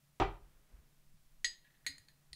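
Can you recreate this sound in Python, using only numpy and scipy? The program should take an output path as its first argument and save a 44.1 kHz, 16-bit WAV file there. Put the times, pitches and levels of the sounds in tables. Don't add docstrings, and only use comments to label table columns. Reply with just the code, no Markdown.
import sys
import numpy as np
from scipy import signal
from scipy.fft import rfft, irfft
from scipy.io import wavfile

SR = 44100
rng = np.random.default_rng(int(sys.argv[2]) if len(sys.argv) > 2 else 0)


def transcribe(u):
    v = np.clip(np.atleast_2d(u).T, -1, 1)
    q = np.round(v * 32767).astype(np.int16)
    wavfile.write(sys.argv[1], SR, q)


N = 103635
T = np.arange(N) / SR
FREQS = np.maximum(np.fft.rfftfreq(2 * N, 1 / SR), 1)


def undb(db):
    return 10 ** (np.asarray(db) / 20)


def fade(t60):
    return np.exp(-np.log(1000) * T / t60)


def swell(rise):
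    return 1 - np.exp(-T / rise)


def add(out, start, x):
    i = int(start * SR)
    out[i:] += x[:N - i]


def colour(points):
    hz, db = np.array(sorted(points)).T
    return undb(np.interp(np.log(FREQS), np.log(hz), db))


def noise(gain):
    x = irfft(gain * np.exp(2j * np.pi * rng.random(N + 1)))[:N]
    return x / x.std()


def tilt(hz, db_per_octave, pivot_hz):
    return undb(db_per_octave * np.log2(hz / pivot_hz))


def ring(hz, t60):
    return np.sin(2 * np.pi * hz * T) * fade(t60)


def room(x, wet_db, bass_t60=0.31, treble_t60=0.2, delay_s=0.004):
    low = 1 / (1 + (FREQS / 4000) ** 2)
    hiss = rfft(rng.standard_normal(N), 2 * N)
    bass = irfft(hiss * low)[:N] * fade(bass_t60)
    treble = irfft(hiss * (1 - low))[:N] * fade(treble_t60)
    tail = (bass + treble) * (T > delay_s)
    return x + undb(wet_db) * signal.fftconvolve(x, tail / np.linalg.norm(tail))[:N]


def hum(hz=142, half_width_hz=1.9):
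    band = noise(1 / (1 + ((FREQS - hz) / half_width_hz) ** 2))
    return undb(-79) * (np.sin(2 * np.pi * hz * T) + 0.55 * band)


# (time [s], level [dB])
SLEEVE_LEVELS = [(0, -88), (.33, -88), (.45, -75.5), (.66, -78.5), (.76, -73), (.9, -81), (1.1, -88),
                 (2.35, -82.5)]
# (frequency [Hz], relative density [dB])
SLEEVE_SPECTRUM = [(150, -2), (350, -3), (800, -9), (1500, -10), (3000, -19.5), (8000, -37.5)]
# (time [s], level [dB])
RUMBLE_LEVELS = [(0, -86), (.3, -68.5), (.7, -66.5), (.9, -73), (1.03, -63), (1.2, -68), (1.42, -59.5),
                 (1.6, -70), (2.35, -71)]

def handling(corner_hz=19):
    rustle = noise(colour(SLEEVE_SPECTRUM))
    rustle *= undb(np.interp(T, *np.array(SLEEVE_LEVELS).T))
    rumble = noise(FREQS / (1 + (FREQS / corner_hz) ** 5))
    rumble *= undb(np.interp(T, *np.array(RUMBLE_LEVELS).T))
    return rustle + rumble


# (frequency [Hz], relative density [dB])
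HISS_SPECTRUM = [(35, -29.5), (60, 0.5), (71, -16), (91, -10), (156, -4.5), (464, -25.5), (642, -17),
                 (721, -22.5), (931, -21.5), (1590, -22.5), (1910, -21.5), (2980, -23), (15500, -25.5)]

def room_hiss():
    return undb(-74) * noise(colour(HISS_SPECTRUM))


# (time [s], gain [dB], tilt [dB/octave])
BASE_CONTACTS = [(0.1995, 2.5, -0.04), (0.2110, 0.5, -2), (0.2187, -3.5, 0.5), (0.231, -12.5, 2)]
# (frequency [Hz], T60 [s], relative level [dB])
DESK_MODES = [(100, .3, -49), (141, .35, -52), (172, .3, -50), (286, .2, -46), (581, .15, -45),
              (650, .18, -45), (868, .15, -42), (1006, .15, -44), (1320, .18, -46), (2290, .2, -51),
              (3120, .18, -54), (323, .25, -44), (385, .23, -35), (419, .21, -44), (772, .21, -36.5),
              (922, .17, -40), (959, .17, -38), (1214, .22, -44)]
# (frequency [Hz], relative density [dB])
CLATTER_SPECTRUM = [(60, -14.5), (170, -8), (220, -23), (370, 0), (540, -11), (850, -2.5), (1300, -8),
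                    (1700, -13), (2400, -16.5), (3300, -20.5), (4400, -29.5), (6000, -40.5), (9000, -52.5),
                    (14000, -64)]
# (frequency [Hz], relative density [dB])
CRACK_SPECTRUM = [(200, -11.5), (900, 0.5), (2000, -9), (3800, -7), (7000, -17), (11000, -37),
                  (15000, -52.5)]

def bottle(rise_s=0.00093):
    desk, wood = np.zeros((2, N))
    onset = swell(rise_s)
    for start, db, slope in BASE_CONTACTS:
        modes = sum((-1) ** k * undb(mode_db) * tilt(hz, slope, 800) * ring(hz, t60)
                    for k, (hz, t60, mode_db) in enumerate(DESK_MODES))
        clatter = noise(colour(CLATTER_SPECTRUM) * tilt(FREQS, slope, 800)) * fade(t60=0.071)
        add(desk, start, undb(db) * modes * onset)
        add(wood, start, undb(db - 28.5) * clatter * onset)
    crack = noise(colour(CRACK_SPECTRUM)) * fade(t60=0.018)
    add(wood, BASE_CONTACTS[0][0], undb(-31) * crack * onset)
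    return room(desk, wet_db=-16.5) + room(wood, wet_db=-4)


# (time [s], frequency [Hz], rise [s], T60 [s], level [dB])
ARM_SWAY = [(0.212, 42, .012, 0.26, -26.5)]
# (time [s], level [dB], centre frequency [Hz], T60 [s])
HANDLING_BUMPS = [(0.231, -49, 36.6, 1), (0.419, -52, 42, 0.11), (0.727, -54.5, 47.7, 0.35),
                  (1.14, -56.5, 107, 0.11), (1.445, -70, 65, 0.11), (1.849, -53, 51.7, 0.095),
                  (1.891, -56, 70, .1), (1.99, -58, 93, .07), (2.316, -53, 44.5, 0.17)]

def microphone_arm(width_octaves=0.47):
    out = np.zeros(N)
    for start, hz, rise, t60, db in ARM_SWAY:
        add(out, start, undb(db) * ring(hz, t60) * swell(rise))
    for start, db, hz, t60 in HANDLING_BUMPS:
        thud = noise(np.exp(-0.5 * (np.log2(FREQS / hz) / width_octaves) ** 2))
        add(out, start, undb(db) * thud * fade(t60) * swell(rise=0.0057))
    return out


def at_place(place, levels):
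    return np.interp(place, np.arange(3), levels)


# (time [s], clack gain [dB], clack T60 [s], ring gain [dB], tilt [dB/octave], striking place)
GLASS_KNOCKS = [(1.4447, 1.5, 0.079, -2, 0, 0), (1.8644, -1, 0.071, -7.5, 0, 0.95),
                (1.9818, -15, 0.012, -32.5, 3, 1.35), (2.0850, -22, 0.019, -35, 0, 1.23),
                (2.3307, -10.5, 0.02, -28, 0.5, 2.4)]
# (frequency [Hz], T60 [s], relative level at places 0, 1, 2 [dB])
GLASS_MODES = [(1870, 0.095, -33, -47.5, -45), (1935, 0.095, -27.5, -32.5, -44), (1910, 1, -65, -63, -58),
               (2186, .15, -44.5, -54, -46), (2680, .12, -56.5, -62, -65.5), (3665, 0.14, -41.5, -40, -42),
               (4110, 0.23, -51, -40, -27.5), (4240, 0.1, -31, -40.5, -37), (4204, .45, -54, -41, -39),
               (4883, .2, -36.5, -43, -43), (4890.5, .2, -36.5, -43, -49), (6654, .21, -40.5, -49, -51),
               (7841, .15, -40.5, -55, -62), (6100, 0.088, -42, -67, -58), (6570, .12, -50, -36, -46),
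               (6710, .12, -54, -43, -57), (6900, 0.14, -54, -42, -44), (8880, 0.22, -62, -59, -35),
               (10350, .15, -53.5, -45.5, -48), (10500, 0.1, -52, -50, -48), (12170, 0.1, -61, -48, -60),
               (13500, .09, -72, -49, -52), (14240, .08, -72, -52, -62)]
# (frequency [Hz], relative density at places 0, 1, 2 [dB])
CLACK_SPECTRUM = [(150, -19, -8, 0.5), (710, -22, -25, -18), (1370, -24, -17, -24), (1713, -7.5, -5, -25),
                  (1865, 9, 10.5, 11.5), (2177, -22, 5.5, -1), (2700, -6, -9.5, -8), (3670, 0.5, 0.5, 0),
                  (4270, -2, 8, 3.5), (4650, 3, -17, -3), (4630, -0.5, 0, 8), (6200, -20, -14.5, -16),
                  (6430, 4.5, 0, -2.5), (7640, -18, -10, -18), (8700, -20, -8, -5.5),
                  (10500, -21.5, -15, -15), (11450, -27, -24, -33), (15000, -49, -33, -26)]

def clinks(rise_s=0.00027, snap_t60=0.00096):
    rings, clacks = np.zeros((2, N))
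    onset = swell(rise_s)
    for start, clack_db, clack_t60, ring_db, slope, place in GLASS_KNOCKS:
        modes = sum((-1) ** k * undb(at_place(place, levels)) * tilt(hz, slope, 3500) * ring(hz, t60)
                    for k, (hz, t60, *levels) in enumerate(GLASS_MODES))
        spectrum = colour([(hz, at_place(place, levels)) for hz, *levels in CLACK_SPECTRUM])
        envelope = undb(-24) * fade(snap_t60) + undb(-30.5) * fade(clack_t60)
        clack = noise(spectrum * tilt(FREQS, slope, 4000)) * envelope
        add(rings, start, undb(ring_db) * modes * onset)
        add(clacks, start, undb(clack_db) * clack * onset)
    return rings, clacks


# (time [s], frequency [Hz], T60 [s], level [dB])
DESK_RINGS = [(1.445, 362, 0.39, -69.5), (1.89, 276, 0.17, -55)]

def desk_under_glass():
    out = np.zeros(N)
    for start, hz, t60, db in DESK_RINGS:
        add(out, start, undb(db) * ring(hz, t60) * swell(rise=0.0057))
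    return out


# (time [s], level [dB], length [s])
TUBE_GRAZES = [(1.643, -56.5, 0.042), (1.661, -58.5, .04), (1.7014, -58, 0.02), (1.737, -61.5, 0.061),
               (1.805, -66.5, 0.028), (1.8457, -56.5, 0.02), (2.003, -62.5, 0.027), (2.086, -60.5, 0.027)]
# (frequency [Hz], relative density [dB])
GRAZE_SPECTRUM = [(900, -21.5), (1500, -11), (1750, 8), (2000, -7), (2500, -11.5), (3900, -10.5),
                  (5500, -34), (12000, -28)]

def grazes():
    out = np.zeros(N)
    for start, db, length in TUBE_GRAZES:
        envelope = fade(2 * length) * swell(length / 4)
        add(out, start, undb(db) * noise(colour(GRAZE_SPECTRUM)) * envelope)
    return out


def scene():
    thumps = bottle() + microphone_arm() + desk_under_glass()
    rings, clacks = clinks()
    clacks += grazes()
    glassware = room(rings, wet_db=-17) + room(clacks, wet_db=-9.5)
    background = hum() + handling() + room_hiss()
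    return (thumps + glassware + background)[None]


def record(dry, cutoff_hz=15650):
    return signal.sosfilt(signal.ellip(10, 0.2, 70, cutoff_hz, fs=SR, output="sos"), dry)


dry = scene()
out = record(dry)
transcribe(out)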